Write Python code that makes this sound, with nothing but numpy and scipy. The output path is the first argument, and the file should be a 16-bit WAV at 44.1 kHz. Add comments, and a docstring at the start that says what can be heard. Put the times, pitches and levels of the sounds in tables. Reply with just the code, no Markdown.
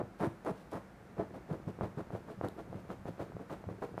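"""A quiet living room, where a small dog digs at a couch cushion: a few slow swipes, then both paws in turn.
The claws stick and slip over the tight cloth while the pads brush it; now and then a claw snags
and plucks it. The stuffing thumps under the paws, the hardest pushes drum the cover,
and the room echoes faintly over its own steady noise."""
import sys
import numpy as np
from scipy import signal
from scipy.io import wavfile

SR = 44100
rng = np.random.default_rng(int(sys.argv[2]) if len(sys.argv) > 2 else 0)


def store_pcm(level_fs):
    """Save levels as 16-bit WAV."""
    pcm = np.round(np.clip(level_fs, -1, 1) * 32767).astype(np.int16)
    wavfile.write(sys.argv[1], SR, np.atleast_2d(pcm).T)


N = 176400  # 4 seconds

SLIPS_PER_S, SLIP_JITTER, SLIP_SPREAD_DB = 290, .3, 1.66
SAG_OCTAVES, PITCH_SPREAD_OCTAVES = 0.42, 0.37  # the cloth's note sinks along each stroke
# The tone of the cloth and of its fine fibres. 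Each row: frequency in Hz, boost or cut in dB.
CLOTH_TONE = [(40, -14), (110, 6), (200, -1.5), (285, -1), (400, 0.5), (640, -1.5), (830, -3), (1300, 0.5),
              (2000, -0.5), (3000, -7), (6000, -25), (15000, -22)]
FIBRE_TONE = [(60, -23), (250, 1), (700, 6), (1300, -3.5), (2000, -14), (3000, -25), (6000, -37),
              (15000, -62)]
# The paw strokes. Each row: start in seconds, length in seconds, scrape level in dB,
# brush level in dB, the cloth's pitch at mid-stroke in Hz.
PAW_STROKES = [(-.04, 0.059, -36.5, -81, 533), (0.193, 0.078, -34.3, -59.5, 563),
               (.451, 0.063, -35.5, -61.5, 504), (0.563, 0.068, -62, -70.5, 493),
               (.715, .067, -40.5, -63.5, 570), (1.163, 0.074, -40.5, -71, 470),
               (1.333, 0.049, -47, -71.5, 457), (1.485, 0.072, -43, -67.5, 470),
               (1.667, 0.042, -44, -69, 352), (1.806, 0.057, -39.5, -65, 440),
               (1.966, 0.051, -42.5, -68.5, 450), (2.112, 0.066, -44.5, -67.5, 430),
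               (2.27, 0.059, -46.5, -69.5, 480), (2.421, 0.058, -39.5, -66, 530),
               (2.573, 0.041, -44, -69, 480), (2.694, 0.12, -53.5, -72.5, 420),
               (2.885, 0.051, -44.5, -65.5, 494), (3.058, 0.043, -43.5, -65, 484),
               (3.188, 0.046, -39.5, -64.5, 514), (3.389, 0.041, -48, -75, 460),
               (3.492, 0.055, -42.5, -63.5, 575), (3.683, 0.047, -48.5, -72.5, 418),
               (3.815, 0.039, -39.5, -62.5, 620), (3.977, 0.063, -47, -60.5, 500)]


def claw_scrapes():
    """Claws slip from thread to thread in an uneven run of tiny plucks, while the fibres crackle."""
    out, t = np.zeros(N), np.arange(SR // 4) / SR
    for start, length, db, _, hz in PAW_STROKES:
        gaps, sizes, detunes = rng.standard_normal((3, 120))
        slip_times = np.cumsum(np.exp(SLIP_JITTER * gaps)) / SLIPS_PER_S
        slips = np.zeros(len(t))
        for at, size, detune in zip(slip_times, sizes, detunes):
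            octaves = SAG_OCTAVES * (.5 - min(at / length, 1)) + PITCH_SPREAD_OCTAVES * detune
            strength = amp(SLIP_SPREAD_DB * np.clip(size, -2, 1))
            add(slips, at, strength * pluck(hz * 2 ** octaves, cycles=0.54))
        cloth = unit(colour(slips - slips.mean(), CLOTH_TONE))
        fibres = unit(colour(crackle(len(t), per_s=2500, spread_db=9), FIBRE_TONE))
        push = paw_pressure(t, length, rise=0.27, release=0.29, tail_s=0.0094)
        add(out, start, amp(db) * (cloth + amp(-7) * fibres) * push)
    return out


BRUSH_LEAD_S, SWIPES_END_S = 0.013, 1  # pads touch before the claws; the opening swipes end
WEAVE_HZ = (9200, 10100)
# The tone of the brushing. Each row: frequency in Hz, boost or cut in dB.
BRUSH_TONE = [(200, -26), (1200, -0.5), (2500, 7.5), (4000, 2.5), (6000, -2.5), (10000, -5.5), (12500, -9),
              (15000, -9)]


def pad_brushing():
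    """Pads and fur hiss over the cloth on each stroke; the opening swipes make the weave zip, the loudest swipe
    most of all."""
    t, swipes, digs = np.arange(N) / SR, np.zeros(N), np.zeros(N)
    for start, length, _, db, _ in PAW_STROKES:
        age, span = t - start + BRUSH_LEAD_S, length + BRUSH_LEAD_S
        if start < SWIPES_END_S:  # a swipe lands already moving and fades as the paw slows
            fade_db = -2.5 * np.clip(age / span, 0, 1)
            swipes += amp(db + fade_db) * paw_pressure(age, span, rise=0.37, release=0.049, tail_s=0.043)
        else:  # a digging paw sets down first, so its hiss builds more slowly
            digs += amp(db) * paw_pressure(age, span, rise=0.61, release=0.049, tail_s=0.045)
    hiss = unit(colour(crackle(N, per_s=3000, spread_db=3.5), BRUSH_TONE))
    noise = rng.standard_normal(N)
    zipping = unit(sum(resonate(noise, hz, width_hz=520) for hz in WEAVE_HZ))
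    zip_level = amp(-8) * swipes ** 2 / swipes.max()
    return (swipes + digs) * hiss + zip_level * zipping


# The snags. Each row: start in seconds, level in dB, pitch in Hz.
CLAW_SNAGS = [(.016, -26, 533), (0.2034, -32, 850), (0.2091, -29, 600), (.2464, -28, 760),
              (.449, -32.5, 650), (.7483, -31.5, 580), (1.1983, -25.5, 480), (1.535, -29, 400),
              (1.789, -35.5, 704), (1.8101, -21.5, 690), (1.852, -35.5, 450), (2.105, -31, 650),
              (2.151, -26.5, 506), (2.4124, -22, 640), (2.4462, -25, 617), (2.4857, -32.5, 380),
              (2.7286, -33, 640), (2.744, -33.5, 630), (2.9034, -30, 1050), (3.0557, -30.5, 543),
              (3.0855, -31, 543), (3.181, -39, 600), (3.3207, -37, 744), (3.367, -31, 527),
              (3.6406, -33.5, 680), (3.689, -29.5, 560), (3.8238, -28, 724), (3.9423, -34, 460),
              (3.979, -22.5, 705)]


def claw_snags():
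    """A claw catches the cloth and lets go with one hard pluck."""
    pops = np.zeros(N)
    for start, db, hz in CLAW_SNAGS:
        add(pops, start, amp(db) * pluck(hz, cycles=0.53))
    return colour(pops, CLOTH_TONE)


TICK_DECAY_S = 0.00095
SNAP_AT_S, SNAP_DB, SNAP_HZ, SNAP_DECAY_S = 2.4855, -41.5, 4000, .00055
# The tone of a tick. Each row: frequency in Hz, boost or cut in dB.
TICK_TONE = [(300, 10), (2500, 4), (4200, 7.5), (7500, 9.5), (11000, 8), (15000, -2)]
# The ticks. Each row: start in seconds, level in dB before the tone is applied.
CLAW_TICKS = [(.269, -59), (.449, -57.5), (.715, -59.5), (0.719, -61), (.735, -59), (2.448, -61),
              (2.4856, -50.5)]


def claw_ticks():
    """Claw tips tick faintly across threads, and one claw snaps free with a short, bright ring."""
    ticks, t = np.zeros(N), np.arange(SR // 100) / SR
    for start, db in CLAW_TICKS:
        add(ticks, start, amp(db) * rng.choice([-1, 1], len(t)) * np.exp(-t / TICK_DECAY_S))
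    out = colour(ticks, TICK_TONE)
    add(out, SNAP_AT_S, amp(SNAP_DB) * np.sin(2 * np.pi * SNAP_HZ * t) * np.exp(-t / SNAP_DECAY_S))
    return out


THUMP_RISE_S = 0.0069
# Paws pressing into the cushion. Each row: start in seconds, relative level in dB, pitch in Hz.
PAW_PUSHES = [(.025, -36, 142), (.208, -34.5, 177), (0.267, -28, 141), (.503, -32.5, 149),
              (0.749, -35.5, 169), (1.183, -35.5, 189), (1.508, -28.5, 161.5), (1.668, -31, 153),
              (1.809, -33.5, 128), (1.831, -30, 112), (1.969, -32.5, 151), (2.13, -34, 120),
              (2.376, -36, 111), (2.435, -37, 117), (2.692, -37.5, 118), (2.748, -34, 117),
              (2.896, -38.5, 184), (3.001, -38.5, 122), (3.052, -38, 138), (3.086, -34, 163),
              (3.204, -39, 152), (3.345, -35, 115), (3.511, -40, 154), (3.665, -32.5, 110),
              (3.705, -35.5, 114), (3.941, -41.5, 118)]


def cushion_thumps():
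    """The stuffing booms briefly under each push: a main note, one above it and one below."""
    out, t = np.zeros(N), np.arange(SR // 8) / SR
    swell = t / THUMP_RISE_S * np.exp(1 - t / THUMP_RISE_S)
    for start, db, hz in PAW_PUSHES:
        low_phase, high_phase = 2 * np.pi * rng.random(2)
        phase = 2 * np.pi * hz * t
        above = amp(-6) * np.sin(1.605 * phase + high_phase)
        below = amp(-5) * np.sin(0.675 * phase + low_phase)
        add(out, start, amp(db - 7.5) * swell * unit(above + below - np.sin(phase)))
    return out


COVER_HZ, COVER_DECAY_S = (421, 648.6), 0.014
# The hardest pushes. Each row: start in seconds, level in dB.
HARD_PUSHES = [(1.1955, -32), (1.2105, -35.5), (3.8245, -36)]


def cover_knocks():
    """The stretched cover rings like a slack drum when pushed hard."""
    out, t = np.zeros(N), np.arange(SR // 8) / SR
    ring = -sum(np.sin(2 * np.pi * hz * t) for hz in COVER_HZ) * np.exp(-t / COVER_DECAY_S)
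    for start, db in HARD_PUSHES:
        add(out, start, amp(db) * ring)
    return out


DIG_BUILDS_S = (0.77, 1.33)
# The low rumble of the swaying seat. Each row: frequency in Hz, boost or cut in dB.
SWAY_TONE = [(20, -28), (40, -30), (60, -4), (115, -1), (170, -4), (300, -24), (1000, -53.5)]


def shuffling():
    """The dog's weight sways the seat and small plucks fill the gaps; both grow as the digging begins."""
    busy = np.interp(np.arange(N) / SR, DIG_BUILDS_S, [.35, 1])
    tugs = crackle(N, per_s=70, spread_db=6.0)
    plucks = colour(signal.fftconvolve(tugs, pluck(hz=362, cycles=0.74))[:N], CLOTH_TONE)
    sway = colour(rng.standard_normal(N), SWAY_TONE)
    return busy * (amp(-60.5) * unit(plucks) + amp(-59.5) * unit(sway))


# The couch's own notes. Each row: pitch in Hz, level in dB compared with the direct sound.
COUCH_NOTES = [(114, -4), (192, 2.5), (330, -7.5), (474, -10.5), (685, -5.5)]


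def couch_ring(dog):
    """The digging makes the couch ring at a few low notes."""
    return sum(amp(db) * resonate(dog, hz, width_hz=17.9) for hz, db in COUCH_NOTES)


# How long the room echoes. Each row: frequency in Hz, seconds to fade by 60 dB.
ECHO_TIMES = [(100, 0.27), (500, 0.35), (2000, 0.35), (10000, 0.63)]


def room_echo(sound):
    """Scattered reflections start after 5 ms and die away, the treble lasting longest."""
    bounces = crackle(SR // 2, per_s=3000, spread_db=8.0) * (np.arange(SR // 2) > .005 * SR)
    hz, t, bands = signal.stft(bounces, SR, nperseg=256)
    fade = amp(-60 * t / look_up(ECHO_TIMES, hz)[:, None])
    tail = signal.istft(bands * fade, SR, nperseg=256)[1]
    return signal.fftconvolve(sound, tail / np.linalg.norm(tail))[:N]


# The tone of the room's noise. Each row: frequency in Hz, boost or cut in dB.
ROOM_TONE = [(20, -43), (35, -10), (55, 0), (130, -9.5), (190, 2), (310, -7.5), (700, -8.5), (1000, -13),
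             (1500, -14.5), (2200, -21), (3000, -30), (6000, -35), (10000, -39.5), (15000, -43.5)]


def room_noise():
    """A soft, steady rumble with a little hiss."""
    return amp(-56) * unit(colour(rng.standard_normal(N), ROOM_TONE))


def paw_pressure(t, length, rise, release, tail_s):
    """A paw bears down, holds, eases off and lifts; rise and release are shares of the length."""
    down = np.clip(t / (rise * length), 0, 1)
    easing = np.clip((t / length - 1 + release) / release, 0, 1)
    return down * (1 - .5 * easing) * np.exp(-np.maximum(t - length, 0) / tail_s)


def pluck(hz, cycles):
    """Tight cloth springs back and the stuffing stills it; more cycles means a longer ring."""
    turns = np.arange(SR // 50) / SR * hz
    wave = -np.sin(2 * np.pi * turns) * np.exp(-turns / cycles) * (1 - np.exp(-turns / 0.12))
    return wave / abs(wave).max()


def crackle(count, per_s, spread_db):
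    """Random clicks of uneven size."""
    chance, size = rng.random(count), rng.standard_normal(count)
    return (chance < per_s / SR) * amp(spread_db * np.clip(size, -2, 2)) * rng.choice([-1, 1], count)


def colour(x, tone):
    """Boosts and cuts a sound's frequencies as a tone table says."""
    log_gain = np.log(amp(look_up(tone, abs(np.fft.fftfreq(4096, 1 / SR)))))
    taps = np.fft.ifft(np.exp(np.conj(signal.hilbert(log_gain)))).real  # rings only after a click
    return signal.fftconvolve(x, taps[:len(taps) // 2])[:len(x)]


def resonate(x, hz, width_hz):
    """Keeps a narrow band around one pitch."""
    return signal.lfilter(*signal.iirpeak(hz, hz / width_hz, SR), x)


def look_up(table, hz):
    """Reads between a table's rows, with octaves evenly spaced."""
    row_hz, values = np.transpose(table)
    return np.interp(np.log(hz + 1), np.log(row_hz + 1), values)


def add(mix, start_s, sound):
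    """Mixes a sound in at a given time."""
    at = round(start_s * SR)
    sound = sound[max(-at, 0):]
    part = mix[max(at, 0):][:len(sound)]
    part += sound[:len(part)]


def amp(db):
    """Turns decibels into a multiplier."""
    return 10 ** (np.asarray(db) / 20)


def unit(x):
    """Scales a sound to an average (rms) level of 1."""
    return x / np.sqrt(np.mean(x ** 2) + 1e-20)


def scene():
    """The dog on the ringing couch, with the room's echo and steady noise."""
    dog = claw_scrapes() + pad_brushing() + claw_snags() + claw_ticks()
    dog += cushion_thumps() + cover_knocks() + shuffling()
    dog += couch_ring(dog)
    return (dog + room_noise() + amp(-9.5) * room_echo(dog))[None]


def record(dry):
    """Cuts the highest treble, above 15300 Hz."""
    treble_cut = signal.firwin(511, 15300, window=("kaiser", 8), fs=SR)
    return signal.oaconvolve(dry, treble_cut[None], "same")


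dry = scene()
out = record(dry)
store_pcm(out)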